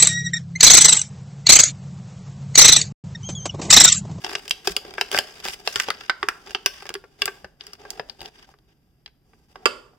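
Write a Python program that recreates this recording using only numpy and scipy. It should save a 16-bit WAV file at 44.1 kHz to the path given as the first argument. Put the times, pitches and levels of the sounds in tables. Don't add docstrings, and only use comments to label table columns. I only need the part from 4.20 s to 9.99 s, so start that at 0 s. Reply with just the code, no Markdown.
import sys
import numpy as np
from scipy import signal
from scipy.fft import rfft, irfft
from scipy.io import wavfile
from scipy.ndimage import uniform_filter1d

SR = 44100
rng = np.random.default_rng(int(sys.argv[2]) if len(sys.argv) > 2 else 0)


def boost_factor(decibels):
    exponent = np.asarray(decibels, float) / 20
    return 10 ** exponent


def int16_out(signal):
    q = np.round(np.clip(np.atleast_2d(signal).T, -1, 1) * 32767)
    wavfile.write(sys.argv[1], SR, q.astype(np.int16))


N = 255250

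# f/Hz, level/dB
AIR_SPECTRUM = [(15, -33), (25, -3), (64, 1), (92, -20.5), (161, -7), (405, -17.5), (887, -28), (4140, -45),
                (4870, -39), (6380, -48.5), (13600, -23.5), (16000, -45)]
AIR_DB = -64.5
# f/Hz, likeness (0 to 1)
AIR_LIKENESS = [(300, 0.73), (1000, 0.39), (4000, .3), (12000, 0.18)]
# f/Hz, level/dB (rms)
HUM_TONES = [(59, -76), (119, -69), (153, -67)]
# t/s, level/dB
HAND_THUMPS = [(0.515, -28), (0.682, -47), (1.3, -40), (1.572, -36.5), (1.69, -37.5), (3.06, -38),
               (3.251, -37.5), (4.025, -37)]

# t/s, crackle level/dB
GRIP_LEVELS = [(0, -56.5), (.4, -61), (.85, -57), (1.4, -57.5), (1.9, -63), (2.2, -60.5), (2.45, -62.5),
               (2.9, -73), (3.15, -60), (3.36, -78.5), (3.9, -65), (4.4, -81), (5.2, -86.5), (5.5, -64.5),
               (5.79, -79)]
GRIP_BODY_DB, GRIP_FIZZ_DB = 3.5, 1.5
# middle t/s, length t/s, crackle level/dB,
# card body level/dB, paper fizz level/dB (body and fizz relative to the crackle)
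PACK_PULLS = [(0.106, 0.19, -44, -3, -2), (0.284, 0.13, -53, -4.5, 2), (0.487, 0.081, -41.5, -26, 1.5),
              (0.702, 0.18, -55, 6, -20.5), (0.95, 0.059, -33.5, 0.5, 1.5),
              (1.077, 0.63, -53.5, -18.5, -1.5), (1.29, 0.11, -35.5, -14, 1.5),
              (1.552, 0.19, -40, -26, 2.5), (1.713, 0.37, -48, -8.5, -7.5), (2.3, 0.082, -50.5, 0, -3.5),
              (2.602, 0.16, -49.5, -12, -3.5), (3.016, 0.054, -51.5, -2.5, -1.5),
              (3.478, .16, -57.5, -2.5, -5), (3.691, 0.21, -58.5, 8.5, -4), (4.04, 0.1, -53.5, 4.5, -4),
              (4.197, 0.12, -58.5, -4, -4), (4.301, 0.064, -66.5, 6, 0), (4.504, 0.057, -71.5, 1, -5),
              (5.162, 0.22, -78, 7, 6), (5.309, .05, -68, 3, 2.5), (5.428, 0.16, -82, 27, -15.5)]
EDGE_DB, EDGE_SHARPNESS = -8, 13

# f/Hz, level/dB, time to fall 60 dB t/s (before damping in ring())
SHELL_MODES = [(330, -20.5, 0.031), (398.2, -2.5, 0.049), (686.4, 7.5, 0.01), (850, -9.5, 0.01),
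               (1107, -1.5, 0.02), (1500, -1.5, 0.036), (1646, 5.5, 0.0042), (1969, -2, 0.01),
               (2615, 3.5, 0.0093), (2969, 2.5, 0.0058), (3639, 2.5, 0.0096), (3323, -1, 0.015),
               (5060, -4, 0.012)]
LOW_HZ, MIDDLE_HZ = 900, 2250
FACET_DB = 13.5
FACET_T60_S = 0.0072
# t/s, level/dB, buckling facet f/Hz, low modes level/dB,
# middle modes level/dB, crack level/dB (these three relative to the snap, before the lift in ring())
SNAP_EVENTS = [(0.045, -8, 740, -17.5, -21.5, -25.5), (0.064, -19.5, 760, -11, -19, -23.5),
               (0.078, -31, 2600, -12, -14.5, -24.5), (0.092, -30, 770, -4, -6.5, -34.5),
               (0.114, -34.5, 684, 2.5, -1, -18.5), (0.132, -21.5, 720, -12, -14, -16.5),
               (0.152, -5, 1750, -20.5, -16, -31.5), (0.279, -18, 2800, -35, -39.5, -17),
               (0.295, -28.5, 4770, -34.5, -31, -5.5), (0.309, 1, 3210, -50, -43.5, -18.5),
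               (0.453, -31.5, 3050, -11.5, -25.5, -24), (0.473, 0.5, 705, -18.5, -24, -21),
               (0.565, -3, 2750, -29.5, -24.5, -16), (0.65, -46.5, 455, 10.5, -12, -12.5),
               (0.738, -26.5, 675, -12.5, -18.5, -18), (0.781, -23, 1410, -5, -0.5, -40),
               (0.811, -1, 1660, -21.5, -13.5, -23.5), (0.915, -12, 2850, -17, -25, -13.5),
               (0.945, -15, 600, -5.5, -2.5, -25.5), (0.962, -32.5, 684, -37, -11, -12),
               (0.976, -11, 2030, -29.5, -5, -16), (0.987, -0.5, 744, -16.5, -23.5, -16.5),
               (1.255, -33, 617, 4.5, -42, -17), (1.284, -15, 690, -14, -20.5, -12.5),
               (1.474, -4, 676, -15.5, -24, -21), (1.558, -3, 3100, -26.5, -15.5, -20.5),
               (1.599, -2, 1580, -41.5, -13, -18.5), (1.685, -13.5, 660, -9, -19, -22.5),
               (1.703, -4, 3460, -40, -12.5, -21.5), (1.896, -2, 1370, -33, -8.5, -41.5),
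               (2.028, -14.5, 1180, -13, -2, -41), (2.086, -9, 1428, -41.5, -2, -14),
               (2.272, -26.5, 1310, -21, -12, -31), (2.307, -26, 1430, -16, -15, -17.5),
               (2.348, -1.5, 2870, -26, -21.5, -50.5), (2.46, 0, 2670, -30, -18.5, -12.5),
               (2.623, -31, 1150, -9, -9, -15.5), (2.655, -33, 664, -4.5, -9, -8.5),
               (2.691, -17, 2210, -21, -15, -15), (2.702, -31, 442, -2, -5, -26),
               (2.74, -17, 3470, -21, -26.5, -11.5), (2.752, -18.5, 2980, -36.5, -7, -29),
               (2.839, -50.5, 468, 9, 5.5, -42.5), (3.019, 3.5, 3240, -39, -28.5, -23.5),
               (3.056, -13, 2820, -22.5, -17, -3), (3.077, -20.5, 460, -8, -5, -31),
               (3.244, -37.5, 590, 3, 1.5, -18.5), (3.409, -17.5, 3470, -38, -34, -61),
               (3.467, -31, 5270, -29, -20, -8.5), (3.533, -43, 1150, -29, -4, 2.5),
               (3.651, -41.5, 736, 1, 2.5, -19.5), (3.704, -28.5, 5770, -26, -43.5, 0.5),
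               (3.795, -18.5, 557, -5.5, -13.5, -49), (3.888, -40, 640, -16.5, -15, -23.5),
               (3.897, -17, 3980, -30.5, -30.5, -32), (4.006, -23.5, 3800, -25, -44, -27.5),
               (4.015, -21.5, 660, -12.5, -23.5, -18), (4.029, -30.5, 436, -9.5, -34, -18),
               (4.058, -17.5, 3370, -34, -36, -27.5), (4.29, -53, 730, 6, -27, -6),
               (4.339, -69.5, 1086, 14, 19.5, -9.5), (4.387, -45, 3506, -22, -22, -21),
               (4.86, -22.5, 3850, -33.5, -28.5, -58.5), (4.877, -37.5, 3750, -22, -15, -43),
               (5.133, -57, 1202, 0, 5, -30.5), (5.356, -38.5, 1090, 1.5, -1.5, -34.5),
               (5.734, -66, 656, 10, -16, -23)]
# t/s, left-right level/dB, left delay in samples
HAND_PATH = [(0, 2, 1), (2, -0.5, 2), (4.001, 2.5, 3), (4.998, 1, 3.5)]

# t/s, level/dB
POCKET_BOOMS = [(0.048, -30.5), (0.474, -21), (0.988, -35.5), (1.478, -37), (2.031, -24.5), (2.355, -34),
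                (2.752, -24.5), (3.024, -27.5), (3.078, -30), ]
POCKET_HZ, POCKET_T60_S, POCKET_RISE_S = 398, 0.098, 0.003

# t/s, level/dB
TABLE_HITS = [(5.4563, -0.5), (5.46, -9)]
# f/Hz, level/dB, time to fall 60 dB t/s
LANDING_MODES = [(268, -5.5, 0.015), (394, -4.5, 0.041), (640, -5, 0.018), (1177, -8, 0.05),
                 (1454, -5, 0.032), (2627, -7.5, 0.018), (4670, -2.5, 0.0065)]

# t/s, level/dB
NEAR_ECHOES = [(.0023, -9.5), (.0051, -17)]
# f/Hz, time to fall 60 dB t/s
ROOM_FADE = [(250, 0.67), (700, 0.52), (1200, 0.51), (2000, 0.38), (5000, 0.39), (12000, 0.4)]

# f/Hz, level/dB
PORT_RESPONSE = [(60, -0.5), (200, -4.5), (3000, 3.5), (4200, -5.5), (4830, 10.5), (5500, 3.5), (6000, 0),
                 (9000, -5.5), (16300, -12), (17100, -29)]
# f/Hz, left-right level/dB
PORT_TILT = [(100, -0.5), (700, 1), (2380, -2), (4400, 6.5), (8100, -2.5), (15000, 6)]
# f/Hz, phase in radians
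PORT_LEAD = [(400, 0.16), (1000, 1), (2500, 0.033), (6000, 0.076)]


def evened(x):
    return x / np.sqrt(np.mean(x ** 2) + 1e-20)


def read(points, hz):
    f, value = np.transpose(points)
    return np.interp(np.log(hz + 1), np.log(f + 1), value)


def band(x, low_hz, high_hz):
    edges_hz = [low_hz, min(high_hz, SR / 2.2)]
    return signal.sosfilt(signal.butter(2, edges_hz, "bandpass", fs=SR, output="sos"), x)


def placed(sound, pan_db, lag):
    size = sound.shape[-1] + 64
    cycles = np.fft.rfftfreq(size)
    side = np.array([[.5], [-.5]])
    delay = 16 + side * lag
    turned = np.exp(-2j * np.pi * cycles * delay)
    return irfft(rfft(sound, size) * boost_factor(side * pan_db) * turned, size)


def room_tone():
    hz = np.fft.rfftfreq(2048, 1 / SR)
    a, b, c, d = rng.standard_normal((N // 512 + 5, 1025, 4)).T
    same = np.clip(read(AIR_LIKENESS, hz), -1, 1)[:, None]
    left = a + 1j * b
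    right = same * left + np.sqrt(1 - same ** 2) * (c + 1j * d)
    spectra = np.array([left, right]) * boost_factor(read(AIR_SPECTRUM, hz))[:, None]
    noise = signal.istft(spectra, nperseg=2048, noverlap=1536)[1][:, :N]
    air = boost_factor(AIR_DB) * evened(noise)

    t = np.arange(N) / SR
    drift = rng.standard_normal((len(HUM_TONES), N))
    drift = evened(uniform_filter1d(uniform_filter1d(drift, 4000), 4000))
    hum = sum(np.sqrt(2) * boost_factor(db) * np.sin(2 * np.pi * f * t + 4.5 * wander)
              for (f, db), wander in zip(HUM_TONES, drift))
    return air + hum


def contact():
    t = np.arange(0, N + 64, 64) / SR
    grip_db = np.interp(t, *np.transpose(GRIP_LEVELS))
    power = boost_factor(2 * (grip_db + np.array([[0], [GRIP_BODY_DB], [GRIP_FIZZ_DB]])))
    for s, length, db, body_db, fizz_db in PACK_PULLS:
        pull_db = db + EDGE_DB * abs(2 * (t - s) / length) ** EDGE_SHARPNESS
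        power = power + boost_factor(2 * (pull_db + np.array([[0], [body_db], [fizz_db]])))
    return [np.interp(np.arange(N) / SR, t, level) for level in 10 * np.log10(power)]


def handling(rumble_db=-50, follow=0.36):
    body_db = contact()[1]
    pull_db = body_db - body_db.max()
    rumble = band(rng.standard_normal((2, N)), 27, 70)
    rumble = rumble + 0.85 * band(rng.standard_normal((2, N)), 160, 310)
    shared = rumble + 0.89 * rumble[::-1]
    out = boost_factor(rumble_db + follow * pull_db) * evened(shared)

    t = np.arange(4000) / SR
    swell = (t / 0.028 * np.exp(1 - t / 0.016)) ** 2
    for (s, db), chance in zip(HAND_THUMPS, rng.random((len(HAND_THUMPS), 4))):
        deep_hz, upper_hz = 40 + 45 * chance[2], 130 + 70 * chance[3]
        deep = np.sin(2 * np.pi * (deep_hz * t + chance[0]))
        upper = np.sin(2 * np.pi * (upper_hz * t + chance[1]))
        part = out[:, round((s - .02) * SR):][:, :len(t)]
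        part += boost_factor(db) * (deep + 1.25 * upper) * swell
    return out * boost_factor([[-1.5], [1.5]])


def ring(chance, facet_hz, low_db, middle_db, crack_db, high_db=-12.5, damping=0.71):
    facet = (facet_hz, FACET_DB, FACET_T60_S / np.sqrt(facet_hz / 1000))
    hz, db, t60 = np.transpose(SHELL_MODES + [facet])
    varied = chance[:5 * len(hz)].reshape(5, -1) * (hz != facet_hz)
    bent, loud, late, lobe_db, lobe_turn = varied
    side, t = np.array([.5, -.5])[:, None, None], np.arange(2000) / SR

    age = np.maximum(t[:, None] - 0.0006557 * abs(late), 0)
    relaxing = age + .08 * .003 * (1 - np.exp(-age / .003))
    phase = 2 * np.pi * hz * (1 + 0.056 * bent) * relaxing
    swing = np.sin(phase + side * lobe_turn * np.sqrt(hz / 2500))
    swing = swing * np.minimum(age * hz, 1)
    mode_db = db + 2 * loud + 0.25 * side * lobe_db
    modes = boost_factor(mode_db - 60 * age * damping / t60) * swing

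    rattle = 1 + 0.66 * evened(uniform_filter1d(chance[-len(t):], 24))
    chatter = rattle * (1 + 2.3 * boost_factor(-60 * t / 0.0024))
    low, high = hz < LOW_HZ, hz >= MIDDLE_HZ
    out = np.zeros((2, len(t)))
    for members, level_db in ((low, low_db), (~low & ~high, middle_db), (high, high_db)):
        part = band(modes[..., members].sum(2) * chatter, 160, 16000)
        out += boost_factor(level_db + 8.0) * part / abs(part).max()

    noise = chance[100:].reshape(2, -1)
    noise = noise[0] + 1.4 * noise * [[0], [1]]
    crack = band(noise, 3400, 18000) * (1 - np.exp(-t / 0.00016)) * boost_factor(-60 * t / 0.0065)
    return out + boost_factor(crack_db + 18.5) * crack / abs(crack).max()


def peel(slips_per_s=400, spread_db=5.0):
    crackle_db, body_db, fizz_db = contact()
    tearing = np.clip((crackle_db + 86.0) / 40, .35, .95)
    slow = evened(uniform_filter1d(uniform_filter1d(rng.standard_normal(N), 220), 220))
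    clumps = boost_factor(3.8 * tearing * slow)
    slips = boost_factor(spread_db * np.minimum(rng.exponential(1, N), 3))
    slips = slips * (rng.random(N) < slips_per_s / SR)
    rubbing = np.sqrt(1 - tearing ** 2) * rng.standard_normal(N)
    drive = clumps * (tearing * evened(slips) + rubbing)

    spot = rng.integers(0, 16, N)
    layers = np.zeros((3, 2, N))
    off = -np.inf
    for k, row in enumerate(rng.standard_normal((16, 4100))):
        facet_hz = 2000 * np.exp(0.49 * row[92])
        body = ring(row, facet_hz, 0, off, off, off)
        crackle = ring(row, facet_hz, off, -17.5, off)
        fibres = ring(row, facet_hz, off, off, 0, off)
        for layer, shape in zip(layers, (body, crackle, fibres)):
            spread = placed(shape, 0.2 + 0.7 * row[90], -2.5 + 7.2 * row[91])
            layer += signal.oaconvolve((drive * (spot == k))[None], spread, axes=1)[:, :N]

    rub = band(rng.standard_normal((2, N)), 5200, 16000) * clumps
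    fizz = evened(layers[2]) + 0.85 * evened(rub)
    parts = (body_db, layers[0]), (crackle_db, layers[1]), (fizz_db, fizz)
    return sum(boost_factor(db) * evened(x) for db, x in parts)


def snaps():
    out = np.zeros((2, N + 4000))
    path_s, pan_db, lag = np.transpose(HAND_PATH)
    rows = rng.standard_normal((len(SNAP_EVENTS), 4100))
    for (s, level_db, *colour), row in zip(SNAP_EVENTS, rows):
        snap_pan_db = np.interp(s, path_s, pan_db) + 2.3 * row[90]
        sound = placed(ring(row, *colour), snap_pan_db, np.interp(s, path_s, lag))
        out[:, round(s * SR):][:, :sound.shape[1]] += boost_factor(level_db) * sound
    return out[:, :N]


def pocket():
    t, out = np.arange(4000) / SR, np.zeros(N + 4000)
    for (s, db), (bent,) in zip(POCKET_BOOMS, rng.standard_normal((len(POCKET_BOOMS), 1))):
        note = np.sin(2 * np.pi * POCKET_HZ * (1 + 0.0071 * bent) * t)
        note = note * (1 - np.exp(-t / POCKET_RISE_S))
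        out[round(s * SR):][:len(t)] += boost_factor(db - 60 * t / POCKET_T60_S) * note
    return out[:N]


def drop():
    t, out = np.arange(4000) / SR, np.zeros((2, N + 5000))
    for (s, db), chance in zip(TABLE_HITS, rng.standard_normal((len(TABLE_HITS), len(t)))):
        ringing = np.zeros(len(t))
        for (hz, mode_db, t60), bent in zip(LANDING_MODES, chance):
            mode = np.sin(2 * np.pi * hz * (1 + 0.0082 * bent) * t) * np.minimum(t * hz, 1)
            ringing += boost_factor(mode_db - 60 * t / t60) * mode
        rattle = 1 + 0.53 * evened(uniform_filter1d(chance[::-1], 40))
        ringing = band(ringing * rattle, 190, 11000)
        slap = band(chance, 210, 7400) * boost_factor(-60 * t / 0.003)
        sound = ringing / abs(ringing).max() + boost_factor(1.5) * slap / abs(slap).max()
        out[:, round(s * SR):][:, :len(t) + 64] += boost_factor(db) * placed(sound, -8.0, 11.0)
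    return out[:, :N]


def room(x, far, tail_db=-16.0, near_db=12.):
    early, out = np.zeros((2, 400)), np.zeros((2, N))
    for s, db in NEAR_ECHOES:
        at = round(s * SR) + rng.integers(0, 12, 2)
        early[[0, 1], at] = boost_factor(db) * rng.choice([-1., 1.])

    size, fed = SR // 2, x + far
    fed = (fed + .5 * fed[::-1]) / 1.67
    for k in range(3):
        taps = np.zeros((2, size))
        at = np.arange(100, size - 20, 20) + rng.integers(0, 20, (2, (size - 101) // 20))
        np.put_along_axis(taps, at, rng.choice([-1., 1.], at.shape), 1)
        taps += .3 * taps[::-1]
        hz, t, z = signal.stft(taps, SR, nperseg=256)
        fade = boost_factor(-60 * t / read(ROOM_FADE, hz)[:, None])
        tail = signal.istft(z * fade, SR, nperseg=256)[1]
        scatter = boost_factor(near_db - 60 * np.arange(tail.shape[1]) / SR / 0.074)
        tail = tail / np.linalg.norm(tail[0]) * (1 + scatter)
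        turn = np.sqrt(2 / 3) * np.cos(2 * np.pi * (np.arange(N) / SR * 3 + k / 3))
        out += signal.fftconvolve(fed * turn, tail, axes=1)[:, :N]
    return x + signal.fftconvolve(x, early, axes=1)[:, :N] + boost_factor(tail_db) * out


def scene():
    landing = drop()
    pack = snaps() + pocket() + landing + boost_factor(0.5) * peel()
    return room(pack, boost_factor(-5.5) * landing) + handling() + room_tone()


def roll_off(x):
    return signal.sosfilt(signal.butter(12, 17060, fs=SR, output="sos"), x)


def record(dry, ceiling=0.89):
    hz = np.fft.fftfreq(4096, 1 / SR)
    side = np.array([[.5], [-.5]])
    log_gain = np.log(boost_factor(read(PORT_RESPONSE, abs(hz)) + side * read(PORT_TILT, abs(hz))))
    lead = 1j * side * np.sign(hz) * read(PORT_LEAD, abs(hz))
    minimum_phase = -1j * signal.hilbert(log_gain).imag
    ports = np.fft.ifft(np.exp(log_gain + minimum_phase + lead)).real
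    ports = np.roll(ports, 256, axis=1)[:, :1500]
    heard = signal.oaconvolve(dry, ports, axes=1)[:, 256:N + 256]
    mix = ceiling * np.tanh(heard / ceiling)
    return roll_off(mix)


dry = scene()
out = record(dry)
int16_out(out)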